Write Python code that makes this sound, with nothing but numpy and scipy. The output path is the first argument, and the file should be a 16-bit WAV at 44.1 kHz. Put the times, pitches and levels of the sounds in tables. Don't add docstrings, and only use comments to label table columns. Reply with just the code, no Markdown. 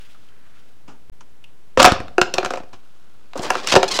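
import sys
import numpy as np
from scipy import signal
from scipy.fft import rfft, irfft, next_fast_len
from scipy.io import wavfile
from scipy.ndimage import map_coordinates

SR = 44100
rng = np.random.default_rng(int(sys.argv[2]) if len(sys.argv) > 2 else 0)


def transcribe(signal):
    frames = np.atleast_2d(signal).T
    limited = np.clip(frames, -1, 1)
    pcm = np.round(limited * 32767).astype(np.int16)
    wavfile.write(sys.argv[1], SR, pcm)


N = 176400

# freq_hz, gain_db
IMPACT_COLOUR = [(50, -3.5), (300, 6.5), (650, 2.5), (1400, 12.5), (2000, -3), (2700, 5.5), (5000, -0.5),
                 (7300, -6), (9500, -18.5), (15500, -35)]


def amp(db):
    return 10 ** (np.asarray(db) / 20)


def unit(x):
    return x / np.sqrt(np.mean(x ** 2) + 1e-20)


def decay(t, t60):
    return np.exp(-np.log(1000) * t / t60)


def along(points, hz):
    freqs, values = np.transpose(points)
    return np.interp(np.log(hz + 1), np.log(freqs + 1), values)


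def curves(rows):
    times, *columns = np.transpose(rows)
    return [np.interp(np.arange(N) / SR, times, column, left=-120) for column in columns]


def coloured(x, colour):
    size = next_fast_len(len(x) + 4096)
    gain = amp(along(colour, np.fft.rfftfreq(size, 1 / SR)))
    return unit(irfft(rfft(x, size) * gain, size)[:len(x)])


def add(track, start_s, sound):
    part = track[round(start_s * SR):][:len(sound)]
    part += sound[:len(part)]


def wobble(per_s, size=N):
    return map_coordinates(rng.standard_normal(size // 40), [np.arange(size) * per_s / SR], mode='mirror')


def jerks(per_s, scatter_db):
    moments = rng.random(N) < per_s / SR
    sizes = amp(scatter_db * rng.standard_normal(N))
    return unit(moments * sizes * np.sign(rng.standard_normal(N)))


def in_room(x):
    # freq_hz, t60_s
    tail_t60 = [(100, 0.66), (400, 0.5), (1500, 0.32), (5000, 0.36), (9000, 0.17), (15000, 0.19)]
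    # freq_hz, gain_db
    tail_colour = [(60, -3.5), (250, -7.5), (700, -2.5), (2000, -1), (6000, -2.5), (14000, 1)]
    tail_db, build_s, echo_db = -12.5, 0.0014, -21.5
    hz, t, spectrum = signal.stft(rng.standard_normal(SR // 2), SR, nperseg=256)
    spectrum = spectrum * decay(t, along(tail_t60, hz)[:, None]) * amp(along(tail_colour, hz))[:, None]
    tail = signal.istft(spectrum, SR, nperseg=256)[1]
    tail *= 1 - np.exp(-np.arange(len(tail)) / SR / build_s)
    response = amp(tail_db) * tail / np.linalg.norm(tail)
    echoes_s = rng.uniform(.002, .018, size=6)
    response[(echoes_s * SR).astype(int)] += amp(echo_db)
    response[0] += 1
    return signal.fftconvolve(x, response)


def background():
    # freq_hz, gain_db
    room_colour = [(24, -19), (60, 0), (556, -10.5), (16000, -33)]
    # time_s, hiss_db, rub_db
    rustle_levels = [(0, -52, -64.5), (.35, -66.5, -64), (.58, -62.5, -60), (.85, -71, -77)]
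    # freq_hz, gain_db
    hiss_colour = [(300, -16.5), (3000, 3), (14000, -18.5)]
    # freq_hz, gain_db
    rub_colour = [(900, -9.5), (1400, 3), (9000, -34)]
    room_tone_db, flutter_db = -57.5, 2
    out = amp(room_tone_db) * coloured(rng.standard_normal(N), room_colour)
    for level_db, colour in zip(curves(rustle_levels), (hiss_colour, rub_colour)):
        out += amp(level_db + flutter_db * wobble(per_s=68)) * coloured(rng.standard_normal(N), colour)
    return out


def ticks():
    # start_s, level_db, pitch_hz, t60_s
    tick_cues = [(.145, -43, 1260, 0.059), (.287, -44, 2900, 0.024), (1.441, -33, 2700, .026)]
    width = 0.053
    out, t = np.zeros(N), np.arange(SR // 10) / SR
    for start_s, level_db, pitch_hz, t60_s in tick_cues:
        ring = signal.lfilter(*signal.iirpeak(pitch_hz, 1 / width, SR), rng.standard_normal(len(t)))
        add(out, start_s, amp(level_db) * unit(ring) * decay(t, t60_s))
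    return in_room(out)[:N]


def blows(cues, ring=None):
    # low_hz, high_hz
    bands = [(35, 250), (280, 850), (900, 2400), (2400, 5500), (5500, 16000)]
    attack_s, head_s = 0.00045, .007
    out, t = np.zeros(N), np.arange(SR // 5) / SR
    filters = [signal.butter(3, band, 'bandpass', fs=SR, output='sos') for band in bands]
    for start_s, *levels_db, t60_s in cues:
        hit = coloured(rng.standard_normal(len(t)), IMPACT_COLOUR) * decay(t, t60_s)
        if ring:
            hit += ring(t, start_s)
        hit *= 1 - np.exp(-t / attack_s)
        parts = [signal.sosfilt(sos, hit) for sos in filters]
        blow = sum(amp(db) * part / np.std(part[:int(head_s * SR)]) for db, part in zip(levels_db, parts))
        add(out, start_s, in_room(blow))
    return out


def footsteps():
    # start_s, thud_db, body_db, wood_db, click_db, sparkle_db, burst_t60_s
    footfalls = [(.878, -50.5, -47.5, -49.5, -52, -57, 0.24), (1.207, -57, -53.5, -45.5, -50, -52, 0.052),
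                 (1.9195, -13, -17, -15, -20.5, -28.5, 0.0098), (2.73, -49, -44, -42.5, -46.5, -54.5, 0.11)]
    return blows(footfalls)


def cup_ring(t, start_s):
    # pitch_hz, level_db, t60_s
    modes = [(370.3, -0.5, .11), (532, 3, 0.048), (720.5, 2, 0.052), (888, -14, .021), (1189, -6.5, 0.029),
             (1380, -1, 0.018), (1647, -3.5, 0.029), (2370, -6, 0.012), (2880, -5.5, 0.022),
             (3930, -4, 0.027), (5118, -7.5, 0.018), (6660, -12.5, .01)]
    # from_s, first_db, second_db, third_db
    contacts = [(1.7, -21, 4.5, -15), (1.81, -19.5, -2, -1.5), (2.1, 1, -4.5, -3.5),
                (2.3, -5.5, -0.5, -0.5)]
    ring_db, scatter_db = -10.5, 3
    low_detune, wall_detune, wall_width = 0.012, .07, .03
    contact_db = [row[1:] for row in contacts if row[0] <= start_s][-1]
    ring = np.zeros(len(t))
    for k, (pitch_hz, level_db, t60_s) in enumerate(modes):
        if k < len(contact_db):
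            level_db += contact_db[k]
            detune, blur = low_detune, 0
        else:
            detune = wall_detune
            blur = np.cumsum(rng.standard_normal(len(t))) * np.sqrt(2 * np.pi * wall_width * pitch_hz / SR)
        phase = 2 * np.pi * pitch_hz * (1 + detune * rng.normal()) * t + blur
        ring += (-1) ** k * amp(level_db + scatter_db * rng.normal()) * decay(t, t60_s) * np.sin(phase)
    return amp(ring_db) * ring


def cup_snaps():
    # start_s, thud_db, hollow_db, wall_db, crack_db, sparkle_db, burst_t60_s
    snaps = [(1.7735, -33, -9, -14.5, -25, -33, 0.017), (1.7775, -24, -22, -23, -28, -39, 0.098),
             (1.797, -17, -9, -7, -18, -28, .042), (1.8005, -15, -8, -15, -8, -26, 0.016),
             (1.817, -36, -12, -15, -18, -26, 0.052), (1.828, -28, -14, -11.5, -10, -11.5, 0.015),
             (1.844, -25, -2.5, 3, -13.5, -20.5, 0.018), (1.851, -18.5, -2.5, -2, -3, -14, 0.017),
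             (1.859, -32.5, -12, -7, -6.5, -13, 0.0098), (1.871, -26.5, -8, -14, -26, -31.5, .053),
             (1.881, -32.5, -16, -17.5, -25.5, -32, 0.017), (2.002, -27, -29, -34.5, -39.5, -48, .011),
             (2.081, -45, -44, -40, -44.5, -56.5, .013), (2.181, -38, -8, -11.5, -24.5, -34, 0.013),
             (2.2142, -21.5, -15, -8.5, -12.5, -20.5, 0.016), (2.339, -35.5, -24, -28.5, -19.5, -23, 0.019),
             (2.382, -31, -13, -18, -17.5, -31, 0.017), (2.429, -40, -23, -25, -38, -49, 0.022),
             (2.447, -34, -29, -20.5, -27, -31.5, 0.032), (2.459, -35, -23.5, -23.5, -28, -34.5, 0.014),
             (2.505, -43, -23, -23, -31.5, -36, 0.028), (2.536, -48, -21.5, -26, -34.5, -40.5, 0.03),
             (2.557, -45, -28, -37, -40, -48, .02), (2.572, -50, -29.5, -33, -41.5, -46, 0.053),
             (2.6, -40, -33.5, -44, -49, -63, 0.034), (2.634, -49, -44, -48.5, -57, -63.5, .03),
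             (3.3335, -55, -54, -37.5, -40.5, -53, 0.0098), (3.355, -45, -25, -38, -48, -51, 0.096),
             (3.394, -25, -24.5, -42, -34.5, -46.5, 0.0078), (3.503, -30, -16, -12.5, -22, -23, 0.015),
             (3.552, -45, -25, -18.5, -29, -37, 0.02), (3.672, -64, -48, -25.5, -20.5, -21.5, .018),
             (3.7215, -30, -24, -16.5, -12.5, -23, 0.029), (3.738, -20, -12, -21, -22, -29, .014),
             (3.753, -19.5, -12, -12, -14.5, -24, 0.031), (3.761, -23, -2, -8.5, -12.5, -20, 0.04),
             (3.766, -17, -4, -15.5, -20, -33, 0.01), (3.8295, -42, -13.5, -15, -17.5, -26.5, 0.018),
             (3.841, -51, -26, -31, -27, -34, 0.0077), (3.989, -41, -15, -17.5, -18.5, -28.5, .015)]
    return blows(snaps, ring=cup_ring)


def crinkle():
    # time_s, level_db
    crinkle_levels = [(1.776, -31.5), (1.79, -22.5), (1.81, -14.5), (1.865, -18.5), (1.89, -28),
                      (1.935, -35), (1.97, -49), (2.06, -64.5)]
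    level_db, = curves(crinkle_levels)
    creases = jerks(per_s=1400, scatter_db=5)
    return in_room(amp(level_db) * coloured(creases, IMPACT_COLOUR))[:N]


def slide():
    # time_s, hiss_db, rumble_db
    slide_levels = [(2.34, -51, -29), (2.42, -58, -38), (2.57, -53, -41.5), (2.7, -87, -73.5),
                    (3.345, -90.5, -100), (3.36, -48.5, -36), (3.412, -45, -33.5), (3.455, -32.5, -30),
                    (3.486, -38.5, -27.5), (3.54, -36, -29.5), (3.585, -35.5, -35), (3.628, -43, -37.5),
                    (3.655, -38, -34.5), (3.688, -22, -31.5), (3.712, -24.5, -30), (3.732, -21, -18),
                    (3.775, -74, -47), (3.81, -75, -56), (3.872, -56, -38), (3.904, -36, -38.5),
                    (3.945, -34.5, -35), (4.0, -29, -30.5)]
    # freq_hz, gain_db
    rim_colour = [(880, -26), (1500, -1), (2500, 4), (5120, 1.5), (8570, -15), (16000, -53)]
    # freq_hz, gain_db
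    body_colour = [(90, -18), (170, -6.5), (400, 0.5), (1200, -3.5), (5000, -41.5)]
    judder_db, rub_db = 2.5, -3.5
    hiss_db, rumble_db = curves(slide_levels)
    pressure = amp(judder_db * wobble(per_s=90))
    slips = jerks(per_s=700, scatter_db=2)
    friction = pressure * (slips + amp(rub_db) * rng.standard_normal(N))
    hiss = amp(hiss_db) * coloured(friction, rim_colour)
    rumble = amp(rumble_db) * coloured(friction, body_colour)
    return in_room(hiss + rumble)[:N]


def scuff():
    # time_s, level_db
    scuff_levels = [(3.365, -63), (3.378, -38), (3.41, -57), (3.43, -33), (3.48, -59)]
    # freq_hz, gain_db
    scuff_colour = [(2000, -21), (5000, -2), (7000, 0), (10000, -11.5), (13500, -22), (16000, -41)]
    level_db, = curves(scuff_levels)
    scratches = jerks(per_s=2000, scatter_db=6)
    return in_room(amp(level_db) * coloured(scratches, scuff_colour))[:N]


def squeaks():
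    # start_s, length_s, level_db, pitch_hz
    squeak_cues = [(3.685, .008, -24, 1146), (3.695, .016, -24, 1080), (3.715, 0.029, -23, 816),
                   (3.8788, 0.014, -24, 855), (3.9115, 0.014, -20, 1108), (3.925, .008, -25, 1090),
                   (3.939, 0.023, -23, 1012), (3.963, .015, -22.5, 1040)]
    # freq_hz, gain_db
    wall_colour = [(500, -8), (2300, -6), (4300, 2.5), (7000, -6), (16000, -36.5)]
    sag_per_s, wander = 2.97, 0.023
    jitter_cycles, fade_s = 0.026, 0.00095
    out, t = np.zeros(N), np.arange(SR // 10) / SR
    for start_s, length_s, level_db, pitch_hz in squeak_cues:
        slip_hz = pitch_hz * (1 - sag_per_s * t + wander * wobble(per_s=196, size=len(t)))
        cycles = np.cumsum(slip_hz) / SR
        nearest = np.round(cycles).astype(int)
        late = jitter_cycles * rng.standard_normal(len(t))[nearest]
        slips = np.sinc((cycles - nearest - late) * SR / pitch_hz)
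        gate = np.clip(np.minimum(t, length_s - t) / fade_s, 0, 1)
        add(out, start_s, amp(level_db) * coloured(slips, wall_colour) * gate)
    return in_room(out)[:N]


def scene():
    mono = cup_snaps() + footsteps() + crinkle() + slide() + scuff() + squeaks() + ticks() + background()
    return np.array([mono, mono])


def record(dry):
    offset, dropout_s, gap_s, return_s = -.03, 1.0986, .019, .009
    clip_hardness, top_hz = 6, 16200
    t = np.arange(N) / SR - dropout_s
    gate = np.where(t < 0, 1, np.clip((t - gap_s) / return_s, 0, 1))
    gated = (dry + offset) * gate
    clipped = gated / (1 + np.abs(gated) ** clip_hardness) ** (1 / clip_hardness)
    return signal.fftconvolve(clipped, signal.firwin(255, top_hz, fs=SR)[None], 'same', axes=1)


dry = scene()
out = record(dry)
transcribe(out)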